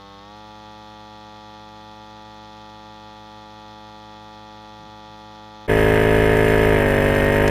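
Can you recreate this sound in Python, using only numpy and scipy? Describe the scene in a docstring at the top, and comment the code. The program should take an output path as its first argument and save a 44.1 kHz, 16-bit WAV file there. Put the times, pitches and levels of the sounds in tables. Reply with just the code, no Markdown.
"""A portable piston compressor inflates a car tyre on a driveway while the car idles.
Each stroke throbs as blows ring the case, knocks on loose panels, rattles, and lets noisy air hiss
through the valves. The idling engine is a low drone of a few sine waves.
It runs quietly at double speed first, as a time lapse, then cuts to real time at full level, where
the motor sags and slowly picks up again. A few dull bumps and sharp ticks are added."""
import sys
import numpy as np
from scipy import signal
from scipy.fft import rfft, irfft, next_fast_len
from scipy.io import wavfile
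from scipy.ndimage import uniform_filter1d, map_coordinates

SR = 44100
rng = np.random.default_rng(int(sys.argv[2]) if len(sys.argv) > 2 else 0)


def put_to_file(sound):
    """Save the sound as 16-bit audio at rate SR, in the file named by the first command-line argument."""
    columns = np.atleast_2d(sound).T  # one column per channel
    safe = np.clip(columns, -1, 1)
    whole_steps = np.round(safe * 32767)
    wavfile.write(sys.argv[1], SR, whole_steps.astype(np.int16))


N = 330743

# Motor speed in the time lapse: it picks up, then holds.
# Each row: time in seconds, strokes per second as heard at double speed.
LAPSE_MOTOR = [(0.0, 99.35), (0.18, 99.35), (0.38, 106.65), (0.6, 106.69), (1.3, 106.37), (2.0, 107.05),
               (3.8, 106.73), (5.64, 106.81)]
# Motor speed in real time: it sags and slowly recovers.
# Each row: time in seconds, strokes per second.
LIVE_MOTOR = [(5.7, 53.38), (6.72, 53.51), (6.87, 49.54), (7.05, 49.87), (7.26, 50.17), (7.47, 51.62)]
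# Blows of piston and valves within one stroke, at real-time speed.
# Each row: place as a share of the turn, relative force (minus pulls), contact time in milliseconds,
# relative level of the knock on the loose panels in dB.
BLOWS = [(0, 0.94, 1.11, 1), (.028, 0.46, 1.8, -18), (0.245, 0.58, 1.47, -6), (.377, 1.24, 2.5, -5),
         (0.524, -0.21, 1.44, -35), (0.583, -0.31, 2.66, -14), (.652, 0.26, 0.6, -8)]
# Resonances of the case, rung by every blow.
# Each row: frequency in Hz, width in Hz, level in dB.
CASE_MODES = [(81, 21.5, -25.5), (111.5, 40, -26), (209, 64.6, -26.5), (295, 60.5, -33), (372.2, 20, -25.5),
              (453.4, 71, -22.5), (544.5, 46, -28), (630, 23, -40.5), (914, 43.4, -27), (1253, 98, -37.5),
              (1717, 248, -28.5), (2094, 33, -28.5), (2482, 43, -28.5), (3380, 620, -31.5)]
# Resonances of the loose panels. Each row: frequency in Hz, width in Hz, relative level in dB.
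PANEL_MODES = [(1370, 100, -14), (1606, 91, 10.5), (1860, 37, -2.5), (1854, 22, 7), (2040, 63, 8),
               (2420, 69, -2), (2960, 110, 6.5)]
# Tone colour of the loose rattle. Each row: frequency in Hz, relative level in dB.
RATTLE_COLOUR = [(20, -9), (60, 2), (130, 1.5), (250, -3), (420, 2.5), (750, 1), (1150, -6), (1450, -2),
                 (1800, 2), (2300, -2), (2750, -3.5), (3050, -10), (3500, -12.5), (4100, -27), (6000, -65)]
# Tone colour of the air in the valves. Each row: frequency in Hz, relative level in dB.
AIR_COLOUR = [(2500, -4), (4000, 0.5), (5000, 1.5), (6500, -3), (8500, 0.5), (10200, 0), (13300, 6),
              (13900, 6), (14300, -29.5), (16000, -40)]
# Whistling resonances of the air. Each row: frequency in Hz, width in Hz, level above the hiss in dB.
AIR_MODES = [(5680, 99, 7), (7220, 100, 5), (8527, 74, 6), (9100, 200, 11), (12070, 130, 9.5),
             (13150, 200, -3)]
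# The engine's drone. Each row: multiple of the firing rate, relative level in dB.
ENGINE_ORDERS = [(1, -2.5), (2, -10), (3, -6.5)]
# Soft bumps. Each row: time of the peak in seconds, level in dB, half length in seconds.
BUMPS = [(4.828, -49, .03), (4.887, -52, .03), (5.09, -52, .022)]
# Sharp ticks. Each row: start in seconds, level in dB, decay in seconds, centre frequency in Hz.
TICKS = [(6.369, -35, .002, 7000), (7.152, -30, .001, 2400), (7.478, -24, 0.0048, 3560)]

CUT_S, LAPSE_END_S = 5.676, 5.666  # real time fades in, time lapse starts to fade out
LAPSE_SPEED = 2  # times real time
FAST_HZ, SLOW_HZ = 53.3, 50.0  # real-time strokes per second, at full speed and fully sagged
LAPSE_STROKE_S, LIVE_STROKE_S = 1.00395, 5.8069  # a moment when the piston strikes, in each part
INERTIA_S = 0.06  # the rotor's inertia rounds every change of speed
SAG_THROB_DB, SAG_CLATTER_DB = -1, -0.5  # change of level when fully sagged
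# The gear whine swells once as the motor picks up: moment, half length and height
GEAR_TEETH = 37
WHINE_S, WHINE_LENGTH_S, WHINE_DB = 7.29, 0.078, 5.5
# Engine firing rate in real time, and a surge that comes as the pump picks up and then settles
IDLE_HZ = 27.92
SURGE_S, SURGE_HZ, SURGE_RISE_S, SURGE_SETTLE_S = 0.16, 1.25, 0.36, 1.97
LEAN_DB = 0.1  # above the bass, left is raised and right lowered by this much
TOP_HZ = 15700  # the treble ends here

T = np.arange(N) / SR
SIZE = next_fast_len(N + 8192)  # room for ringing past the end
FREQ = np.maximum(np.arange(SIZE // 2 + 1) * SR / SIZE, 1)


def undb(db):
    """Turn decibels into gain."""
    return 10 ** (np.asarray(db) / 20)


def unit(x):
    """Scale to an rms (average strength) of 1."""
    return x / np.sqrt(np.mean(x ** 2))


def curves(table):
    """Draw each column of a time table as a curve, sample by sample."""
    seconds, *columns = np.transpose(table)
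    return [np.interp(T, seconds, column) for column in columns]


def shape(points, hz):
    """Gain at each frequency, drawn through a table of Hz and dB."""
    point_hz, db = np.transpose(points)
    return undb(np.interp(np.log(hz), np.log(point_hz), db))


def ring(modes, hz):
    """Response of a set of damped resonances; a wider one dies away sooner."""
    return sum(undb(db) / (1 + 1j * (hz / f - f / hz) * f / width) for f, width, db in modes)


def filtered(x, response):
    """Pass a signal through a frequency response."""
    return irfft(rfft(x, SIZE) * response, SIZE)[:N]


def noise():
    """White noise."""
    return rng.standard_normal(N)


def walk(rate):
    """Wander by chance with a spread near 1, taking `rate` new values a second."""
    return 1.2 * np.interp(T * rate, np.arange(4096), rng.standard_normal(4096))


def gate(turn, at, decay):
    """A burst that opens at one point of every turn and dies away; both are shares of a turn."""
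    return np.exp(-((turn - at) % 1) / decay)


def throb(turn, stroke_hz, dull_hz, top_hz=2950, smear=0.42, flutter_db=0.21, chatter_db=-0.15):
    """Blows ring the case; their harmonics slide through its resonances as the speed changes."""
    order = np.arange(1, 65)
    speeds = np.linspace(48, 55, num=29)
    crank = np.linspace(0, 1, num=2049)
    hz = np.outer(speeds, order)
    # a longer contact makes a softer blow
    push = sum(force * np.exp(-2j * np.pi * order * at) / (1 + 1j * hz * ms / 1000)
               for at, force, ms, _ in BLOWS)
    dulling = np.sqrt((1 + (hz / dull_hz) ** 2) * (1 + (hz / top_hz) ** 20))
    harmonics = push * ring(CASE_MODES, hz) / dulling
    # the walls pass the treble slightly out of step with the bass, which rounds each blow
    harmonics = harmonics * np.exp(-1j * smear * (hz / 1000) ** 2)

    # one waveform of the turn per speed, read at the present speed and crank position
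    cycles = np.exp(2j * np.pi * np.outer(order, crank))
    speed_place = np.interp(stroke_hz, speeds, np.arange(len(speeds)))
    crank_place = turn % 1 * (len(crank) - 1)

    def play(weight):
        """Play the harmonics, each with its own weight."""
        waves = ((harmonics * weight) @ cycles).real
        return map_coordinates(waves, [speed_place, crank_place], order=1, mode="nearest")

    beat = play(0.98) * undb(flutter_db * walk(40))
    # the hard edge of each stroke varies apart from its push
    edge = play(order / order[-1]) * (undb(chatter_db * walk(90)) - 1)
    # the gear teeth mesh on one high harmonic
    swell = np.exp(-((T - WHINE_S) / WHINE_LENGTH_S) ** 2)
    whine = play(order == GEAR_TEETH) * (undb(WHINE_DB * swell) - 1)
    return beat + edge + whine


def knocks(turn, hz, slop=0.005):
    """Each blow shakes the loose panels, by chance in force, direction and moment."""
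    strokes = np.arange(np.ceil(turn[0]) + 1, turn[-1] - 1)
    pulses = np.zeros(N)
    for at, _, _, db in BLOWS:
        shift, direction, strength = rng.standard_normal((len(strokes), 3)).T
        place = np.interp(strokes + at + slop * shift, turn, np.arange(N))
        np.add.at(pulses, place.astype(int), np.sign(direction) * undb(db + 1.3 * strength))
    # the small panels radiate little bass, and their soft contacts little treble
    band = 1 / np.sqrt((1 + (1080 / hz) ** 20) * (1 + (hz / 3200) ** 20))
    return unit(filtered(pulses, ring(PANEL_MODES, hz) * band))


def rattle(turn, hz, steady=1.0, decay=1.0, side_db=-21, spread_hz=350):
    """Loose parts chatter after the main blow, over the steady rush of the motor."""
    shake = (steady + gate(turn, 0, decay)) * undb(0.95 * walk(130))
    colour = shape(RATTLE_COLOUR, hz)
    middle, side = (unit(filtered(noise() * shake, colour)) for _ in range(2))
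    # above the bass a little spreads sideways
    side = filtered(side, 1 / (1 + (spread_hz / hz) ** 4))
    return middle + undb(side_db) * side * np.array([[1], [-1]])


def air(turn, hz, steady=0.74, second=0.51, lag_s=3.2e-5, diffuse_db=-3):
    """Air hisses in two spurts a stroke, first on the left, with reflections from all round."""
    openings = steady + gate(turn, 0.13, 0.25) + second * gate(turn, 0.34, 0.15)
    spurts = openings * undb(0.9 * walk(70))
    whistles = sum(abs(ring([mode], hz)) ** 2 for mode in AIR_MODES)
    colour = shape(AIR_COLOUR, hz) * np.sqrt(1 + whistles)
    jet = unit(noise() * spurts)
    # the lag is in real-time seconds; double speed halves it
    direct = np.array([filtered(jet, colour * np.exp(-2j * np.pi * hz * lag)) for lag in (0, lag_s)])
    diffuse = np.array([filtered(unit(noise() * spurts), colour) for _ in range(2)])
    return direct + undb(diffuse_db) * diffuse


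def compressor(run, speed, stroke_s, dull_hz, throb_db, knock_db, rattle_db, air_db):
    """The whole pump, softer when it sags; faster time raises strokes and resonances alike."""
    rate = uniform_filter1d(curves(run)[0], int(INERTIA_S * SR))
    turn = np.cumsum(rate) / SR
    turn = turn - np.interp(stroke_s, T, turn)  # a whole turn falls on the known stroke
    sag = np.clip((FAST_HZ - rate / speed) / (FAST_HZ - SLOW_HZ), 0, 1)
    hz = FREQ / speed  # the frequency each sound would have in real time
    clatter = undb(knock_db) * knocks(turn, hz)
    clatter = clatter + undb(rattle_db) * rattle(turn, hz)
    clatter = clatter + undb(air_db) * air(turn, hz)
    beat = throb(turn, rate / speed, dull_hz)
    return undb(throb_db + SAG_THROB_DB * sag) * beat + undb(SAG_CLATTER_DB * sag) * clatter


def idle_rate():
    """The engine's firing rate climbs briefly and sinks back to idle."""
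    since = T - SURGE_S
    rise = np.clip(since / SURGE_RISE_S, 0, 1)
    settle = np.exp(-np.maximum(since - SURGE_RISE_S, 0) / SURGE_SETTLE_S)
    return IDLE_HZ + SURGE_HZ * rise * settle


def engine(firing_hz, db):
    """The low, even drone of the idling car: sine waves at multiples of the firing rate."""
    turn = np.cumsum(firing_hz * (1 + 0.0015 * walk(5.2))) / SR
    drone = sum(undb(level + 0.45 * walk(2.92)) * np.sin(2 * np.pi * multiple * turn)
                for multiple, level in ENGINE_ORDERS)
    return undb(db) * drone


def bumps():
    """A few dull bumps: low noise that swells and fades smoothly."""
    swell = sum(undb(db) * np.exp(-((T - s) / length) ** 2) for s, db, length in BUMPS)
    return swell * unit(filtered(noise(), ring([(151, 120, 0)], FREQ) ** 2))


def ticks(dull_hz=10500):
    """Short ticks and a clack over the running pump: noise that starts at once and dies away."""
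    out = 0
    for s, db, decay, hz in TICKS:
        colour = ring([(hz, hz, 0)], FREQ) / (1 + (FREQ / dull_hz) ** 4)
        burst = (T > s) * np.exp(-abs(T - s) / decay)
        out = out + undb(db) * burst * unit(filtered(noise(), colour))
    return out


def scene():
    """The quiet time lapse gives way to the loud pump in real time."""
    # dull_hz, where the throb starts to dull, is a real-time frequency
    lapse = compressor(LAPSE_MOTOR, LAPSE_SPEED, LAPSE_STROKE_S, dull_hz=2830,
                       throb_db=-25.5, knock_db=-64.5, rattle_db=-55.5, air_db=-72.5)
    lapse = lapse + engine(LAPSE_SPEED * idle_rate(), db=-51.5)
    live = compressor(LIVE_MOTOR, 1, LIVE_STROKE_S, dull_hz=9000,
                      throb_db=1.06, knock_db=-35.0, rattle_db=-28, air_db=-42.0)
    live = live + engine(firing_hz=IDLE_HZ, db=-25.0)
    fade_out = np.clip((LAPSE_END_S - T) / 0.0096 + 1, 0, 1)
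    fade_in = np.clip((T - CUT_S) / 0.025, 0, 1)
    return fade_out * lapse + fade_in * live + bumps() + ticks()


def record(dry, ceiling=1.0, lead=0.013, lean_hz=180):
    """Lean the sound slightly left above the bass, gently round the peaks and cut the top."""
    # left is raised and moved ahead by `lead` radians; right is lowered and held back as much
    lean = (np.log(undb(LEAN_DB)) + 1j * lead) / (1 + (lean_hz / FREQ) ** 6)
    heard = np.array([filtered(dry[0], np.exp(lean)), filtered(dry[1], np.exp(-lean))])
    rounded = ceiling * np.tanh(heard / ceiling)
    top_cut = signal.ellip(8, 0.2, 70, TOP_HZ, fs=SR, output="sos")
    return signal.sosfilt(top_cut, rounded)


dry = scene()
out = record(dry)
put_to_file(out)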